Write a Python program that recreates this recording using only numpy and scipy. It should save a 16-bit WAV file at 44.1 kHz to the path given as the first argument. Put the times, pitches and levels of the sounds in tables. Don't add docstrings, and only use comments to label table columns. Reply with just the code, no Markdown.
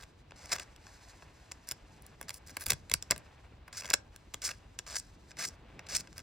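import sys
import numpy as np
from scipy import signal
from scipy.fft import rfft, irfft, next_fast_len
from scipy.io import wavfile
from scipy.ndimage import map_coordinates

SR = 44100
rng = np.random.default_rng(int(sys.argv[2]) if len(sys.argv) > 2 else 0)


def output_pcm(signal):
    pcm = np.clip(np.atleast_2d(signal).T, -1, 1) * 32767
    wavfile.write(sys.argv[1], SR, np.round(pcm).astype(np.int16))


N = 274302

# time_s, hiss_db, glove_db
HISS_AND_GLOVE = [(0, -64, -64.5), (0.28, -80.5, -70), (0.42, -57.5, -58), (0.62, -64, -58.5),
                  (0.75, -74, -62), (0.85, -62, -63), (1.1, -59, -60.5), (1.22, -67, -64.5),
                  (1.8, -69, -63.5), (2.45, -70, -65), (2.56, -62.5, -64.5), (2.85, -70.5, -67),
                  (3.2, -68.5, -61), (3.6, -78.5, -66.5), (4.06, -73.5, -67), (5.28, -68.5, -68),
                  (5.6, -76, -62), (5.95, -77, -59.5), (6.22, -66, -69.5)]
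# time_s, level_db
HANDLING = [(0, -66), (1.45, -68), (1.89, -62.5), (3.55, -68.5), (5.18, -64.5), (5.75, -57), (6.22, -59.5)]
# start_s, length_s, scrape_db, splinter_db, edge_db, bright_db_per_octave
CUTS = [(0.002, 0.03136, -56.5, -53.5, -13, -3.5), (0.36, 0.11367, -58.5, -73, -18, -0.5),
        (0.607, 0.02871, -51.5, -56.5, -17.5, 0.5), (1.672, 0.05113, -55.5, -55, -7, 0.5),
        (2.283, 0.0060086, -43, -53.5, -13, 0), (2.329, 0.05515, -59.5, -60, -1.5, 5.5),
        (2.464, 0.05173, -58, -53.5, -7.5, 0), (2.598, .042, -49.5, -51, 0.5, -0.5),
        (2.669, 0.07244, -54.5, -46, -5, -1), (3.8161, .109, -58, -44, -15, -3),
        (6.161, 0.04888, -57.5, -53.5, -13.5, -3)]
# time_s, decay_s, crack_db, edge_db, bright_db_per_octave
SNAPS = [(0.0374, 0.000891, -51, -16, -2), (0.3092, 0.00037, -53, -28.5, -6.5),
         (0.3201, 0.0004662, -50.5, -32.5, -10), (0.458, 0.000767, -48, -9, 1.5),
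         (0.5849, 0.001412, -42, -28, -3), (0.598, 0.001602, -38, -14.5, -2),
         (0.7626, 0.0002545, -55, -13.5, -2), (0.8681, 0.000527, -51.5, -27.5, -6),
         (1.224, 0.001162, -52, -22.5, -10), (1.515, 0.000751, -45.5, -26, -2),
         (1.5193, 0.001053, -39, -15, 1), (1.689, 0.000343, -38.5, -3.5, 11),
         (1.713, 0.000413, -32.5, -6.5, 2.5), (1.7193, 0.000992, -39.5, -0.5, -1),
         (2.0226, 0.000601, -67, 12, 13), (2.0653, 0.000559, -57.5, 5.5, 6.5),
         (2.2132, 0.0007064, -41.5, -1, -4.5), (2.2284, 0.001155, -48.5, -5.5, -1),
         (2.2937, 0.0004313, -36.5, -7, 2), (2.3055, 0.001811, -39, -6.5, -1),
         (2.3426, 0.000883, -47.5, 1, 7.5), (2.5692, 0.001241, -33.5, -4, -2.5),
         (2.661, .0006, -41, -0.5, 7), (2.6653, 0.001246, -33.5, 2.5, -1), (2.685, .0011, -40, -1.5, 6),
         (2.6985, 0.00333, -35, -13.5, -2), (2.7042, 0.00218, -21, -3.5, 3.5),
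         (2.72, .001, -29, -12.5, -1.5), (2.733, 0.0013, -34.5, -8, 1.5), (2.898, 0.000837, -42, -9.5, 0),
         (2.916, 0.000944, -28.5, -9, -1), (2.9392, 0.000629, -21, -3.5, 1),
         (3.0254, 0.00095, -36.5, -17, 3), (3.1046, 0.0012, -41.5, -26, -7),
         (3.1097, 0.0002869, -20.5, -11.5, 0.5), (3.112, 0.0005146, -28.5, -6, 0),
         (3.1189, 0.0013, -27, -15, -6), (3.1625, 0.00055, -46, -6.5, -5),
         (3.1794, 0.000372, -49.5, 2, 4.5), (3.68, 0.002325, -48.5, -10.5, -7),
         (3.7288, 0.0010438, -45.5, -25, 1), (3.856, 0.00083, -41.5, -15, -3.5),
         (3.9028, 0.000617, -28, -10.5, 8), (3.9092, 0.000812, -32.5, -25, -5),
         (3.9343, 0.000277, -31, -8.5, 3), (3.9381, 0.001239, -18.5, -12, 1),
         (3.941, 0.0010507, -23.5, -11.5, 2.5), (4.162, 0.0006236, -50, -3, 2.5),
         (4.3394, 0.000389, -43.5, -9.5, 1.5), (4.3433, 0.0004088, -35, -12, -2),
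         (4.4197, .0012, -40, -14, 4.5), (4.7899, 0.0006386, -34, -26, 4),
         (4.795, 0.0003732, -45.5, -25.5, -5.5), (5.3087, 0.000839, -52.5, -29.5, -3),
         (5.3155, 0.002215, -48.5, -31, -3), (5.4048, 0.001518, -42.5, -21, 7.5),
         (5.4519, 0.000885, -33.5, -10.5, 7), (5.7934, 0.0013, -43, -21, -7),
         (5.8678, 0.002771, -49, -21, 2), (5.968, 0.00073, -32, -7, 13),
         (6.0737, 0.0015845, -51.5, -32.5, -4), (6.129, 0.000922, -54, -27, -3),
         (6.1805, 0.001338, -42.5, -5.5, 1)]
# bite_start_s,
# wood_s, bite_s, off_s, wood_db, bite_db, off_db, bright_db_per_octave, off_bright_db_per_octave
STROKES = [(0.516, .022, .021, 0.026, -49.5, -30.5, -39, 1, -3),
           (3.771, .042, 0.011024, .027, -48, -36.5, -42, 4, 3),
           (4.44, .021, 0.041137, 0.033875, -41, -33, -38.5, 4.5, -0.5),
           (4.956, .09, .014, .029, -44, -32, -41, 3, 11.5),
           (5.387, .017, .069, .031, -49.5, -37, -41.5, 1, 10.5),
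           (5.95, .062, .019, 0.039, -39, -28.5, -45.5, 4.5, 5.5)]
# time_s, decay_s, level_db
JOLTS = [(2.676, 0.00646, -42.5), (2.717, 0.017, -43), (2.741, .008, -49.5), (2.922, 0.00414, -43),
         (2.944, 0.011, -43.5), (3.128, 0.01156, -48), (3.168, 0.012178, -54), (3.943, 0.005422, -47)]

# centre_hz, width_hz, gain_db
RESONANCES = [(609.29, 120, 2), (941.2, 21, 0), (1174, 120, 5), (1598.8, 250, 12), (2109, 350, 8),
              (2633, 342.6, 4.5), (3142.2, 300, -7.5), (3362.1, 170, 7), (3750, 90, -1), (4116.8, 120, 2),
              (4275, 150, -4), (4896.6, 220, 5.5), (5375.3, 208.1, 6.5), (5786.6, 320, 5),
              (6060.8, 140, -1), (6288.4, 250, -1), (7197.4, 380, 6), (8152, 70, 1.5), (8431, 200, 4.5),
              (11503, 320, 4.5), (14700, 2800, 7)]
# frequency_hz, level_db
HISS_EQ = [(400, -12), (900, -12.5), (1800, 4), (3000, -11), (4100, 3), (5500, 2.5), (7800, -0.5),
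           (10000, -9.5), (13000, -14.5), (16000, -28.5)]
GLOVE_EQ = [(200, -19.5), (450, 0), (800, 4), (1200, -2.5), (1900, -4), (2800, -5.5), (5000, -19),
            (8000, -30), (14000, -44.5)]
HANDLING_EQ = [(50, -22), (120, 1.5), (170, 0.5), (280, -4), (450, -8), (1000, -35.5), (4000, -81)]
RUMBLE_EQ = [(15, -22.5), (28, -11.5), (48, 0.5), (65, -0.5), (90, -2), (130, -10), (200, -20.5),
             (300, -17.5), (600, -57)]
AIR_EQ = [(25, -47.5), (120, -14), (300, 4), (500, 2), (800, -2), (1100, -0.5), (1700, -14.5), (2600, -8.5),
          (4000, -9.5), (8000, -34), (16000, -46)]
SCRAPE_EQ = [(60, -18.5), (150, -7.5), (300, -12), (680, -1.5), (900, -8.5), (1200, -4), (2300, -6.5),
             (3500, -9), (4400, -2), (5400, -0.5), (7000, -4.5), (8500, -7), (10000, -15), (13000, -36)]
EDGE_EQ = [(5000, -32.5), (8000, -6.5), (9500, 8), (11000, 5.5), (13000, -3), (15500, -4.5), (17000, -16)]
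CRACK_EQ = [(300, -40), (900, -4.5), (1300, -7.5), (2500, -1.5), (5200, 0.5), (8000, 0), (9500, -12),
            (13000, -25.5)]
KNOCK_EQ = [(40, -23.5), (100, -1), (180, -3.5), (330, -4.5), (560, 0), (950, -7), (1500, -11),
            (4000, -40.5), (10000, -69.5)]
JOLT_EQ = [(30, -21), (70, 0), (100, -1.5), (150, -4), (220, -12), (350, -22.5), (700, -40.5), (3000, -90)]
# frequency_hz, t60_s
ROOM_DECAY = [(100, 0.38), (500, 0.5), (2000, 0.16), (6000, 0.153), (15000, 0.052)]
# frequency_hz, lead_rad
LEFT_LEAD = [(300, -0.13), (600, -0.53), (880, -1.0616), (1200, 1), (1500, 0.35), (4700, 0.23),
             (5400, -1.2183), (7200, -1.2393), (11700, -1.4885), (15500, -0.83)]

WOOD_EDGE_DB, GRAPHITE_EDGE_DB = -16, -13.5
WOOD_DULLER = 3.4


def amp(db):
    return 10 ** (np.asarray(db) / 20)


def unit(x):
    return x / np.sqrt(np.mean(x ** 2) + 1e-20)


def along(points, hz):
    frequencies, values = np.transpose(points)
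    return np.interp(np.log(hz + 1), np.log(frequencies + 1), values)


def faders(rows):
    times, *columns = np.transpose(rows)
    return [np.interp(np.arange(N) / SR, times, column) for column in columns]


def wobble(rate, size):
    knots = rng.standard_normal(int(size * rate / SR) + 4)
    return map_coordinates(knots, [np.arange(size) * rate / SR])


def filtered(x, response):
    size = next_fast_len(N + SR // 2)
    return irfft(rfft(x, size) * response(np.fft.rfftfreq(size, 1 / SR)), size)[..., :N]


def add(track, start_s, sound):
    part = track[max(round(start_s * SR), 0):][:len(sound)]
    part += sound[:len(part)]


def ring(eq, depth, bright=0, vary_db=0, detune=0, size=2048):
    hz = np.fft.rfftfreq(size, 1 / SR)
    centre, width, gain = np.transpose(RESONANCES)[:, :, None]
    gain = depth * gain + vary_db * rng.standard_normal(gain.shape)
    centre = centre * (1 + detune * rng.standard_normal(centre.shape))
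    peaks_db = np.sum(gain / (1 + (2 * (hz - centre) / width) ** 2), axis=0)
    tilt_db = bright * np.log2(np.clip(hz, 1000, 8000) / 3000)
    cepstrum = irfft(np.log(amp(along(eq, hz) + tilt_db + peaks_db)))
    cepstrum[1:size // 2] *= 2
    cepstrum[size // 2 + 1:] = 0
    impulse = irfft(np.exp(rfft(cepstrum)))
    return impulse / np.linalg.norm(impulse)


def grains(size, rate, spread_db=2.5):
    happens = rng.random(size) < rate / SR
    return happens * rng.choice([-1, 1], size) * amp(spread_db * rng.standard_normal(size))


def texture(body, rate, uneven_db):
    stream = grains(N, rate) * amp(uneven_db * wobble(40, N))
    return unit(signal.fftconvolve(stream, body)[:N])


def handling(trim_db=-1):
    hiss_db, glove_db = faders(HISS_AND_GLOVE)
    hands_db, = faders(HANDLING)
    hiss = amp(hiss_db) * texture(ring(HISS_EQ, depth=0.26), rate=8200, uneven_db=3.0)
    glove = amp(glove_db) * texture(ring(GLOVE_EQ, depth=0.25), rate=3200, uneven_db=1.5959)
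    hands = amp(hands_db) * texture(ring(HANDLING_EQ, depth=0), rate=2000, uneven_db=3.376)
    return amp(trim_db) * (hiss + glove + hands)


def noise_bed(eq, width):
    mid, side = filtered(rng.standard_normal((2, N)), lambda hz: amp(along(eq, hz)))
    return unit(np.array([mid + width * side, mid - width * side]))


def room_tone(rumble_db=-59, air_db=-68, waver_db=2.0):
    rumble = amp(rumble_db + waver_db * wobble(36, N)) * noise_bed(RUMBLE_EQ, width=0.036)
    return rumble + amp(air_db) * noise_bed(AIR_EQ, width=1.0)


def slides(press_db=5.5, bite_swell_db=0.5, off_sag_db=1.5, trail_s=0.073, lift_db=16.5, fade_db=14):
    cues = []  # start_s, length_s, first_db, last_db, edge_db, bright_db_per_octave
    for s, wood_s, bite_s, off_s, wood_db, bite_db, off_db, bright, off_bright in STROKES:
        trail_db = off_db - lift_db
        cues += [(s - wood_s, wood_s, wood_db - press_db, wood_db, WOOD_EDGE_DB, bright - WOOD_DULLER),
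                 (s, bite_s, bite_db, bite_db + bite_swell_db, GRAPHITE_EDGE_DB, bright),
                 (s + bite_s, off_s, off_db, off_db - off_sag_db, GRAPHITE_EDGE_DB, off_bright),
                 (s + bite_s + off_s, trail_s, trail_db, trail_db - fade_db, WOOD_EDGE_DB, 0)]
    return cues + [(s, length_s, db, db, edge_db, bright) for s, length_s, db, _, edge_db, bright in CUTS]


def scrapes(edge_trim_db=-1, judder_db=2.0887, catch_db=2.2428, fade_s=0.003):
    out, steel = np.zeros(N), ring(EDGE_EQ, depth=0.78)
    t = np.arange(SR // 8) / SR
    for start_s, length_s, first_db, last_db, edge_db, bright in slides():
        gate = np.sqrt(np.clip(np.minimum(t, length_s + fade_s - t) / fade_s, 0, 1))
        force = amp(np.interp(t, [0, length_s], [first_db, last_db])) * gate
        slip = amp(judder_db * wobble(600, len(t)) + catch_db * wobble(170, len(t)))
        tip = ring(SCRAPE_EQ, depth=0.69, bright=bright, vary_db=1.5)
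        for body, level_db in (tip, 0), (steel, edge_db + edge_trim_db):
            grit = unit(slip * grains(len(t), rate=11000))
            add(out, start_s - fade_s / 2, amp(level_db) * signal.fftconvolve(force * grit, body))
    return out


def splinters(decay_s=0.0012, gap_s=0.0104, jitter_s=0.0015, scatter_db=2, bright_scatter=3, grit_db=-6.5):
    runs = [(s, length_s, db, edge_db, bright) for s, length_s, _, db, edge_db, bright in CUTS]
    runs += [(s - wood_s, wood_s, wood_db + grit_db, WOOD_EDGE_DB, bright - WOOD_DULLER)
             for s, wood_s, _, _, wood_db, _, _, bright, _ in STROKES]
    cues = []
    for start_s, length_s, db, edge_db, bright in runs:
        times = np.arange(start_s, start_s + length_s, gap_s)[1:]
        for s, (late, louder, brighter) in zip(times, rng.standard_normal((32, 3))):
            colour = bright + bright_scatter * brighter
            cues.append((s + jitter_s * late, decay_s, db + scatter_db * louder, edge_db, colour))
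    return cues


def avalanche(body, decay_s, rise_s, lead_s, lead_in_db=-30):
    t = np.arange(int((lead_s + 7 * decay_s) * SR)) / SR - lead_s
    swell = np.exp(-np.logaddexp(-t / rise_s, t / decay_s))
    lead_in = amp(lead_in_db) * (t < 0) * (1 + t / lead_s) ** 2
    sound = signal.fftconvolve((swell + lead_in) * grains(len(t), rate=26000), body)
    return sound / (np.linalg.norm(sound) + 1e-20)


def snaps(edge_trim_db=-1, knock_slower=4.3, knock_late_s=0.001199, lead_s=0.008):
    out = np.zeros(N)
    hand, steel = ring(KNOCK_EQ, depth=0.6), ring(EDGE_EQ, depth=0.8246)
    for s, decay_s, db, edge_db, bright in SNAPS + stroke_ticks() + splinters():
        start_s, rise_s = s - lead_s, 0.4542 * decay_s
        level = amp(db) * np.sqrt(0.005 * SR)
        knock_db = -14 - 1.2906 * bright
        wood = ring(CRACK_EQ, depth=1.0, bright=bright, vary_db=1.3, detune=0.0047)
        crack = avalanche(wood, decay_s, rise_s, lead_s)
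        tick = amp(edge_db + edge_trim_db) * avalanche(steel, decay_s, rise_s, lead_s)
        knock = amp(knock_db) * avalanche(hand, decay_s * knock_slower, rise_s, lead_s)
        add(out, start_s, level * (crack + tick))
        add(out, start_s + knock_late_s, level * knock)
    return out


def stroke_ticks(decay_s=0.0011, catch_db=-49, flick_db=-41):
    cues = []
    for s, wood_s, bite_s, off_s, _, _, _, bright, off_bright in STROKES:
        cues += [(s - wood_s, decay_s, catch_db, WOOD_EDGE_DB, bright - WOOD_DULLER),
                 (s + bite_s + off_s, decay_s, flick_db, GRAPHITE_EDGE_DB, off_bright)]
    return cues


def jolts():
    out, hands = np.zeros(N), ring(JOLT_EQ, depth=0)
    for s, decay_s, db in JOLTS:
        lead_s = 2 * decay_s
        thump = avalanche(hands, decay_s, 0.54 * decay_s, lead_s)
        add(out, s - lead_s, amp(db) * np.sqrt(lead_s * SR) * thump)
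    return out


def room(x, bounce_s=0.0091, bounce_db=-24, tail_db=-19):
    hz, t, noise = signal.stft(rng.standard_normal((2, SR // 3)), SR, nperseg=256)
    decay = amp(-60 * t / along(ROOM_DECAY, hz)[:, None])
    tail = signal.istft(noise * decay, SR, nperseg=256)[1]
    diffuse = signal.fftconvolve(x[None], tail / np.linalg.norm(tail[0]), axes=1)[:, :N]
    bounce = filtered(x, lambda f: np.exp(-2j * np.pi * f * bounce_s))
    return amp(bounce_db) * bounce + amp(tail_db) * diffuse


def scene():
    foley = snaps() + jolts() + scrapes() + handling()
    return foley + room(foley) + room_tone()


def record(dry, lean_left_db=0.2042, top_hz=16400):
    sides = np.array([[1], [-1]])
    ports = filtered(dry, lambda hz: amp(lean_left_db * sides) * np.exp(.5j * sides * along(LEFT_LEAD, hz)))
    return filtered(ports, lambda hz: 1 / (1 + (hz / top_hz) ** 120))


dry = scene()
out = record(dry)
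output_pcm(out)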